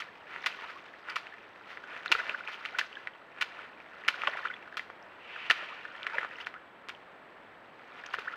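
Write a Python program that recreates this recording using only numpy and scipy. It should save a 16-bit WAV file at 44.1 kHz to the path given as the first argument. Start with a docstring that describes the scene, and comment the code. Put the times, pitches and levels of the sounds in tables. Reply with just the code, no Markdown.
"""A quiet forest clearing, where a stag rolls and kicks in a mud wallow.
Each roll builds to a crest and dies away; its effort sets the slurry crackling, fizzing and dripping.
Legs and flank slap the wet mud, trapped air pops as a damped resonator, and bubbles chirp upward
as hollows close. The trees scatter back a faint tail over a soft rush of air."""
import sys
import numpy as np
from scipy import signal
from scipy.io import wavfile
from scipy.ndimage import map_coordinates

SR = 44100
rng = np.random.default_rng(int(sys.argv[2]) if len(sys.argv) > 2 else 0)


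def master(y):
    """Save y as 16-bit WAV."""
    cut = np.clip(np.atleast_2d(y).T, -1, 1)
    pcm = np.round(cut * 32767)  # scale
    wavfile.write(sys.argv[1], SR, pcm.astype(np.int16))


N = 368676
TIME = np.arange(N) / SR

# The body heaves through the slurry. Each row: crest time in seconds, relative level in dB,
# build-up and decay time constants in seconds, fizz in dB against that level.
BODY_ROLLS = [(0.0, -51, .1, 0.21, -13), (0.44, -45, 0.12, 0.39, -9.5), (1.27, -50, 0.15, 0.22, -16),
              (2.22, -43.5, 0.4, 0.39, -13), (2.69, -49, 0.17, 0.091, -8.5), (3.5, -52, 0.22, 0.44, -17),
              (4.3, -39.5, 0.24, 0.18, -16.5), (5.57, -45.5, 0.19, 0.18, -12.5),
              (6.2, -44.5, 0.6, 0.18, -17), (8.14, -47, 0.29, 0.69, -13)]
# A limb hits the mud. Each row: start in seconds, relative level in dB, contact length in seconds,
# spray and thud in dB against that level.
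LIMB_SLAPS = [(0.001, -37.5, 0.012, -10.5, -13), (0.4602, -25.5, 0.01, -13, -44),
              (1.098, -37, 0.0053, -22, -26), (1.157, -30.5, 0.012, -12.5, -32),
              (2.059, -34.5, .002, -20, -41), (2.117, -17.5, 0.0078, -15, -46),
              (2.651, -39.5, 0.0087, -10, -36), (2.786, -24.5, 0.01, -12.5, -46),
              (3.410, -27.5, .016, -15, -30), (4.0802, -21, 0.0061, -16, -24.5),
              (4.277, -41, 0.0072, -12, -38), (4.7698, -29.5, 0.004, -11.5, -36),
              (5.498, -25.5, 0.02, -15, -15.5), (6.066, -40, .003, -19, -38), (6.461, -43.5, .011, -9, -36),
              (6.891, -35.5, .003, -15, -42), (8.059, -42.5, 0.0052, -29, -21),
              (8.134, -39.5, 0.017, -27, -35), (8.188, -41, 0.0084, -14, -42)]
# An air pocket bursts. Each row: start in seconds, relative level in dB, pitch in Hz, swell in cycles.
AIR_POPS = [(0.0218, -23, 2040, .9), (0.362, -22.5, 1530, 0.48), (0.4423, -23, 1900, 0.88),
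            (0.4622, -15.5, 1400, 0.74), (1.087, -23.5, 1560, .6), (1.1659, -19, 1270, 1),
            (1.2693, -28.5, 2170, 0.64), (1.773, -26.5, 1880, 0.63), (1.965, -24.5, 1690, .4),
            (2.0604, -20.5, 1540, 1.1), (2.1233, -13, 2600, 2.5), (2.1511, -16, 1400, 1.6),
            (2.1912, -20, 1910, .8), (2.2674, -22, 1850, .6), (2.2953, -14.5, 2500, 1.3),
            (2.4755, -22.5, 2530, 1.4), (2.486, -29.5, 1270, 1.8), (2.652, -20, 2070, 0.86),
            (2.6584, -22.5, 2900, 0.98), (2.7901, -18, 1560, 0.72), (2.793, -12, 2800, 0.42),
            (2.8128, -17.5, 1670, 1.6), (2.9691, -31, 1645, 4.6), (3.0729, -18, 1920, 0.76),
            (3.4133, -18.5, 1960, 1.5), (3.4176, -17.5, 2850, 0.54), (3.4237, -14.5, 2500, 1),
            (4.0856, -5, 1940, 0.58), (4.2188, -20.5, 2520, 1), (4.2355, -18, 1280, 1.04),
            (4.272, -15, 1830, 0.61), (4.2737, -13, 2870, 1.65), (4.2744, -13, 1220, 0.77),
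            (4.277, -16.5, 1140, 0.85), (4.391, -26.5, 1460, 1.7), (4.4729, -24, 1760, .5),
            (4.795, -18, 2000, 1.1), (4.901, -27, 1200, 0.37), (5.5022, -7.5, 1815, 1.43),
            (5.51, -4, 2500, 0.47), (6.031, -23.5, 3150, 1), (6.0677, -11.5, 1780, 0.64),
            (6.1834, -11, 1740, 1.23), (6.2313, -19.5, 1520, 0.46), (6.248, -17.5, 1350, 0.49),
            (6.4698, -18, 1780, 0.58), (6.5411, -25.5, 1630, .6), (6.8867, -22.5, 2700, 0.24),
            (6.901, -24.5, 2380, 0.87), (8.1388, -20.5, 1140, 0.87), (8.1418, -14, 1570, 0.79),
            (8.186, -19.5, 1400, 1)]
# A limb drags through the slurry. Each row: crest time in seconds, relative level in dB,
# half length in seconds, fizz in dB against that level.
LIMB_DRAGS = [(0.342, -43, 0.054, -30), (0.864, -48.5, .012, -23), (0.632, -41.5, .025, -23),
              (0.702, -43, .024, -12), (1.105, -40, 0.04, -27), (1.719, -46, .035, -9),
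              (1.944, -43.5, 0.061, -34), (2.196, -35, 0.015, -15), (2.297, -39, .034, -28),
              (2.487, -38, 0.012, -17), (2.533, -41, 0.023, -8.5), (2.784, -44, .035, -29),
              (2.993, -51, 0.074, -16), (3.388, -46, 0.022, -26), (3.612, -46.5, 0.068, -37),
              (4.243, -40.5, 0.039, -15), (4.366, -50, 0.016, -27), (4.461, -37.5, 0.015, -19),
              (5.62, -44, 0.04, -32), (6.148, -40, 0.01, -31), (6.206, -40.5, 0.043, -26),
              (6.334, -44.5, 0.0088, -30), (6.409, -44, 0.03, -11), (7.995, -49, 0.019, -17),
              (8.295, -48, 0.018, -36)]
# A hollow closes. Each row: start in seconds, relative level in dB, first and last pitch in Hz,
# length in seconds.
HOLLOWS = [(0.624, -40, 828, 1130, 0.035), (0.749, -37.5, 1010, 1300, 0.037), (2.095, -38, 290, 484, 0.037),
           (2.116, -31, 436, 557, 0.014), (2.144, -33, 437, 520, .022), (2.195, -21, 1280, 1930, 0.014),
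           (2.283, -37, 548, 724, 0.035), (2.338, -22, 1313, 1880, 0.019), (2.405, -33, 1300, 1700, 0.0092),
           (2.714, -42, 559, 1030, 0.042), (2.742, -27.5, 1330, 1760, 0.02),
           (4.272, -27.5, 536, 674, 0.026), (4.343, -32.5, 556, 1170, .024),
           (4.447, -19.5, 1098, 1850, 0.0182), (4.497, -27, 1380, 1610, 0.013),
           (4.505, -32, 1900, 2300, 0.016), (4.532, -39.5, 3360, 3420, .021),
           (5.596, -38, 1230, 1470, 0.031), (5.618, -38, 520, 680, 0.023), (5.714, -35, 965, 1550, 0.028),
           (6.129, -30.5, 865, 1010, 0.03), (6.153, -33.5, 540, 680, 0.021),
           (6.177, -32.5, 448, 560, 0.019), (6.397, -35.5, 2500, 3570, 0.027),
           (6.532, -38.5, 1120, 1980, 0.058), (8.182, -33, 410, 500, .012), (8.27, -23.5, 1154, 2250, 0.02),
           (8.332, -28.5, 1330, 1440, .014)]
# A large flung drop lands in a puddle. Each row: time in seconds, relative level in dB, pitch in Hz.
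LARGE_DROPS = [(0.27, -43, 2350), (0.939, -38.5, 1690), (1.1, -33.5, 4340), (1.341, -36, 1840),
               (1.84, -32, 1450), (2.08, -28, 3660), (2.498, -35, 1700), (2.544, -31.5, 3000),
               (2.61, -33, 1390), (2.929, -35.5, 2760), (2.955, -33.5, 3015), (3.137, -43, 2900),
               (3.592, -33, 1340), (3.803, -36.5, 2230), (4.038, -36, 1760), (4.05, -35, 2500),
               (4.143, -28, 1400), (4.485, -34, 2970), (4.54, -32, 1820), (4.566, -37, 2420),
               (4.626, -40.5, 2400), (4.678, -35.5, 1340), (4.727, -34, 1570), (4.744, -35, 1550),
               (5.027, -50, 5130), (5.363, -29.5, 1530), (5.689, -32, 2400), (5.853, -28, 1526),
               (6.136, -30, 1470), (6.358, -34.5, 2620), (6.386, -34, 1830), (6.368, -49, 5000),
               (6.413, -44, 4670), (6.448, -38, 3080), (6.95, -40, 2930), (8.039, -31.5, 1610),
               (8.064, -36.5, 5600)]
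# Spectra of the noises. Each row: frequency in Hz, relative spectral density in dB.
SLAP_SPECTRUM = [(30, -37), (150, -55.5), (450, -32), (800, -13.5), (1300, 3.5), (2200, -1.5), (2800, 3),
                 (3800, -8.5), (5500, -15.5), (8000, -30), (15000, -40)]
SPRAY_SPECTRUM = [(200, -42), (700, -7), (1400, 7), (2900, 3.5), (4200, -1.5), (6200, -16.5), (8000, -26),
                  (15000, -35)]
MUD_SPECTRUM = [(100, -49), (400, -9), (800, -7), (1400, 4.5), (2300, 0.5), (2900, -4.5), (3800, -16),
                (6000, -31.5), (9000, -40), (15000, -50.5)]
FIZZ_SPECTRUM = [(500, -19), (2000, 2.5), (3000, 6), (4500, -2), (6200, -10.5), (8000, -27), (15000, -29)]
SLIDE_SPECTRUM = [(200, -24), (700, -10), (1400, -1), (2200, 3), (2800, 4.5), (3800, -12), (6000, -30),
                  (9000, -43), (15000, -55)]
AIR_SPECTRUM = [(15, -51), (25, -24), (188, -8.5), (240, -7), (410, -4), (509, -2.5), (782, -3),
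                (1050, -3.5), (1660, -6), (1800, -6.5), (3630, -22), (5730, -40.5), (7910, -43.5),
                (8580, -46), (15500, -47.5)]
# Reverberation among the trees. Each row: frequency in Hz, time to fall by 60 dB in seconds.
TREE_DECAY = [(200, 0.96), (1500, 0.68), (4000, 1), (12000, 0.47)]

REST_DB, REST_FIZZ_DB = -57, -82  # the mud still seeps while the stag lies quiet


def rolling():
    """Incoherent sources add in power: the rolls sum to envelopes of effort and wetness."""
    effort_power, wet_power = amp(REST_DB) ** 2, amp(REST_FIZZ_DB) ** 2
    for crest, db, build, ebb, wet_db in BODY_ROLLS:
        heave = amp(db) * np.exp(-np.maximum((crest - TIME) / build, (TIME - crest) / ebb))
        effort_power += heave ** 2
        wet_power += (heave * amp(wet_db)) ** 2
    return np.sqrt(effort_power), np.sqrt(wet_power)


def slurry(effort, wet):
    """Churned mud is shot noise: random pulses merge into crackle, a bubble swarm and fine fizz."""
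    churn = effort ** 3 / (effort ** 2 + amp(REST_DB) ** 2)  # the mud quietens when the stag rests
    clumps = amp(2.5 * wander(90))
    crackle = unit(colour(ticks(N, 1200, 3.2) * clumps, MUD_SPECTRUM))
    fizz = unit(colour(ticks(N, 700, 4) * clumps, FIZZ_SPECTRUM))
    swarm = np.zeros(N)
    pitches = np.geomspace(450, 4200, num=48)
    for hz, (life, climb) in zip(pitches, rng.random((len(pitches), 2))):
        note = plink(hz, cycles=5 + 13 * life ** 2, climb=0.25 * climb)
        note *= amp(read(MUD_SPECTRUM, hz)) * np.sqrt(hz)
        swarm += signal.oaconvolve(ticks(N, 340 / len(pitches), 2.6), note)[:N]
    return churn * (amp(-3) * crackle + amp(-3.5) * unit(swarm)) + amp(-1) * wet * fizz


def slaps(bite_s=0.00011, release_s=0.0029, spray_s=0.025, patter_s=0.043, thud_s=0.0051):
    """A brief impact has a broad spectrum: tiny ruptures, a soft thud, then spray pattering down."""
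    t = np.arange(SR // 2) / SR
    thud_band = signal.butter(1, [45, 170], "band", fs=SR, output="sos")
    out = np.zeros(N)
    for start, db, length, spray_db, thud_db in LIMB_SLAPS:
        contact = (1 - np.exp(-t / bite_s)) * np.exp(-np.maximum(t - length, 0) / release_s)
        smack = colour(ticks(len(t), 6000, 7.5) * contact, SLAP_SPECTRUM)
        smack *= np.linalg.norm(contact) / np.linalg.norm(smack)
        flight = (np.exp(-t / spray_s) + amp(-12) * np.exp(-t / patter_s)) * (1 - np.exp(-t / 0.00085))
        spray = colour(unit(ticks(len(t), 3500, 3.3)) * flight, SPRAY_SPECTRUM)
        thud = unit(signal.sosfilt(thud_band, rng.standard_normal(len(t)))) * np.exp(-t / thud_s)
        add(out, start, amp(db) * (smack + amp(thud_db) * thud))
        add(out, start + length, amp(db + spray_db) * spray)
    return out


def pops(tear_s=0.0016, splatter_s=0.0064, lead_s=0.006):
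    """Damped resonance: the mud skin tears, the air pocket rings a few cycles, and shreds splatter."""
    t = np.arange(SR // 16) / SR - lead_s
    after = np.maximum(t, 0)
    out = np.zeros(N)
    for start, db, hz, cycles in AIR_POPS:
        age = after * hz / cycles  # 1 at the top of the swell
        ring = (age * np.exp(1 - age)) ** 1.26 * np.sin(2 * np.pi * hz * after)
        shreds = rng.standard_normal(len(t)) * np.exp(np.minimum(t / tear_s, -t / splatter_s))
        add(out, start - lead_s, amp(db) * (ring + amp(-18) * colour(shreds, MUD_SPECTRUM)))
    return signal.lfilter(*signal.butter(1, 380, "high", fs=SR), out)  # the pops carry little bass below about 400 Hz


def squelches():
    """Mud squeezed aside ruptures in many tiny pulses, which superpose into a rush with each stroke."""
    pressing, wet = np.zeros(N), np.zeros(N)
    for crest, db, half_length, wet_db in LIMB_DRAGS:
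        stroke = amp(db) * np.exp(-np.minimum(((TIME - crest) / half_length) ** 2, 50))
        pressing += stroke
        wet += stroke * amp(wet_db)
    rush = unit(colour(ticks(N, 2600, 5), MUD_SPECTRUM))
    fizz = unit(colour(ticks(N, 1200, 1.9), FIZZ_SPECTRUM))
    return pressing * rush + wet * fizz


def glugs():
    """Cavity resonance: hollows left by a limb rise in pitch as they close; their soft walls shudder."""
    out = np.zeros(N)
    for start, db, first_hz, last_hz, length in HOLLOWS:
        add(out, start, amp(db) * bubble(first_hz, last_hz, length))
    return out * (1 + 0.4 * wander(900))


def slide(crest_s=5.428, build_s=0.18, ebb_s=0.38):
    """Friction of wet hair dragged over mud gives an even hiss that swells and ebbs once."""
    from_crest = np.maximum((crest_s - TIME) / build_s, (TIME - crest_s) / ebb_s)
    stroke = amp(-44.5) * np.exp(-np.minimum(from_crest ** 2, 50))
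    return stroke * unit(colour(rng.standard_normal(N), SLIDE_SPECTRUM))


def drips(drops, cycles=9):
    """Air entrainment: each drop ticks on impact and traps one bubble, which rings."""
    notes, impacts = np.zeros(N), np.zeros(N)
    for time, db, hz in drops:
        start = time - cycles / hz / 4
        add(notes, start, amp(db) * plink(hz, cycles, climb=0.18))
        add(impacts, start, amp([db - 3]))
    return notes + colour(impacts, FIZZ_SPECTRUM)


def small_drops(effort, per_s=8, flight_s=0.05, centre_hz=2140):
    """A Poisson process: harder rolling throws up more drops. Rows are as in LARGE_DROPS."""
    thrown = np.maximum(effort - 2 * amp(REST_DB), 0)
    chance, size, pitch = rng.random(N), rng.standard_normal(N), rng.standard_normal(N)
    launched = chance < per_s / SR * thrown / thrown.mean()
    octaves = 0.5 * np.clip(pitch[launched], -2, 2)
    db = -44 + 1.5 * size[launched] - 7 * octaves  # the smallest are high and faint
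    return list(zip(TIME[launched] + flight_s, db, centre_hz * 2 ** octaves))


def spatter(wet, per_s=110):
    """Small resonators ring high: fine droplets fall back, loudest when the mud is wettest."""
    out = np.zeros(N)
    pitches = np.geomspace(2200, 7000, num=20)
    for hz in pitches:
        note = amp(read(FIZZ_SPECTRUM, hz)) * np.sqrt(hz) * plink(hz, cycles=12, climb=0.15)
        out += signal.oaconvolve(ticks(N, per_s / len(pitches), 4), note)[:N]
    return amp(-5) * wet * unit(out)


def clearing(sound, bank_decay_s=0.0073, tail_rise_s=0.0022):
    """Scattering: early reflections from the wallow's banks, then a thin tail from the trunks."""
    lag = TIME[:SR]
    hz, t, spectrum = signal.stft(ticks(SR, 2500, 7.2), SR, nperseg=256)
    decay = amp(-60 * t / read(TREE_DECAY, hz)[:, None])
    trunks = signal.istft(spectrum * decay, SR, nperseg=256)[1][:SR]
    trunks *= 1 - np.exp(-lag / tail_rise_s)
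    banks = ticks(SR, 4000, 4.4) * np.exp(-lag / bank_decay_s) * (lag > 0.0013)
    echo = amp(-12) * banks / np.linalg.norm(banks) + amp(-19) * trunks / np.linalg.norm(trunks)
    return sound + signal.oaconvolve(sound, echo)[:N]


def forest(whine_hz=7805, offset_hz=30):
    """Broadband noise of distant air, and a very faint whine in which two drifting tones beat."""
    air = unit(colour(rng.standard_normal(N), AIR_SPECTRUM, size=8192)) * amp(0.44 * wander(3.01))
    pitches = [whine_hz + side * offset_hz + 18 * wander(40) for side in (-1, 1)]
    whine = unit(sum(np.sin(2 * np.pi * np.cumsum(hz) / SR) for hz in pitches))
    return amp(-54) * air + amp(-92) * whine


def bubble(first_hz, last_hz, length):
    """A cavity resonates while its size changes, so its pitch glides ever faster."""
    progress = np.arange(int(length * SR) + 2) / (length * SR)
    hz = first_hz * (last_hz / first_hz) ** (progress ** 1.256)
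    swell = np.sin(np.pi * np.minimum(progress, 1)) ** 2
    return swell * np.sin(2 * np.pi * np.cumsum(hz) / SR)


def plink(hz, cycles, climb):
    """A small bubble is a damped oscillator: its short note bends upward as it dies."""
    note = bubble(hz, hz * (1 + climb), cycles / hz)
    note *= np.exp(-np.linspace(0, 5, len(note)))
    return note / abs(note).max()


def ticks(count, per_s, spread_db):
    """Poisson impulses of either sign, most small and a few large."""
    size = amp(spread_db * np.minimum(rng.exponential(1, count), 3))
    return size * rng.choice([-1, 1], count) * (rng.random(count) < per_s / SR)


def colour(x, spectrum, size=2048):
    """A minimum-phase filter of unit energy shapes the spectrum and keeps attacks sharp."""
    log_gain = np.log(amp(read(spectrum, abs(np.fft.fftfreq(size, 1 / SR)))))
    taps = np.fft.ifft(np.exp(signal.hilbert(log_gain).conj())).real[:size // 2]
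    return signal.oaconvolve(x, taps / np.linalg.norm(taps))[:len(x)]


def wander(per_s):
    """Smooth random modulation: a spline through per_s knots a second."""
    knots = rng.standard_normal(N // 40)
    return unit(map_coordinates(knots, [TIME * per_s], order=2, mode="wrap"))


def read(table, hz):
    """Interpolates a table on a log-frequency axis."""
    frequencies, values = np.transpose(table)
    return np.interp(np.log(hz + 1), np.log(frequencies), values)


def add(mix, start_s, sound):
    """Superposes a sound on the mix."""
    part = mix[max(round(start_s * SR), 0):][:len(sound)]
    part += sound[:len(part)]


def amp(db):
    """Decibels to amplitude ratio."""
    return 10 ** (np.asarray(db) / 20)


def unit(x):
    """Normalises to an rms of one."""
    return x / np.sqrt(np.mean(x ** 2) + 1e-20)


def scene():
    """Superposition: blows, mud and drops reverberate in the clearing over the forest air."""
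    effort, wet = rolling()
    blows = amp(-1) * slaps() + amp(-2) * pops()
    mud = amp(-5.5) * glugs() + amp(-1) * squelches() + slurry(effort, wet) + slide()
    drops = amp(-1) * drips(LARGE_DROPS + small_drops(effort)) + spatter(wet)
    return (clearing(blows + mud + drops) + forest())[None]


def record(dry, edge_hz=15800):
    """Band limiting: a linear-phase low-pass removes the highest treble."""
    low_pass = signal.firwin(511, edge_hz, window=("kaiser", 9), fs=SR)
    return signal.oaconvolve(dry, low_pass[None], "same")


dry = scene()
out = record(dry)
master(out)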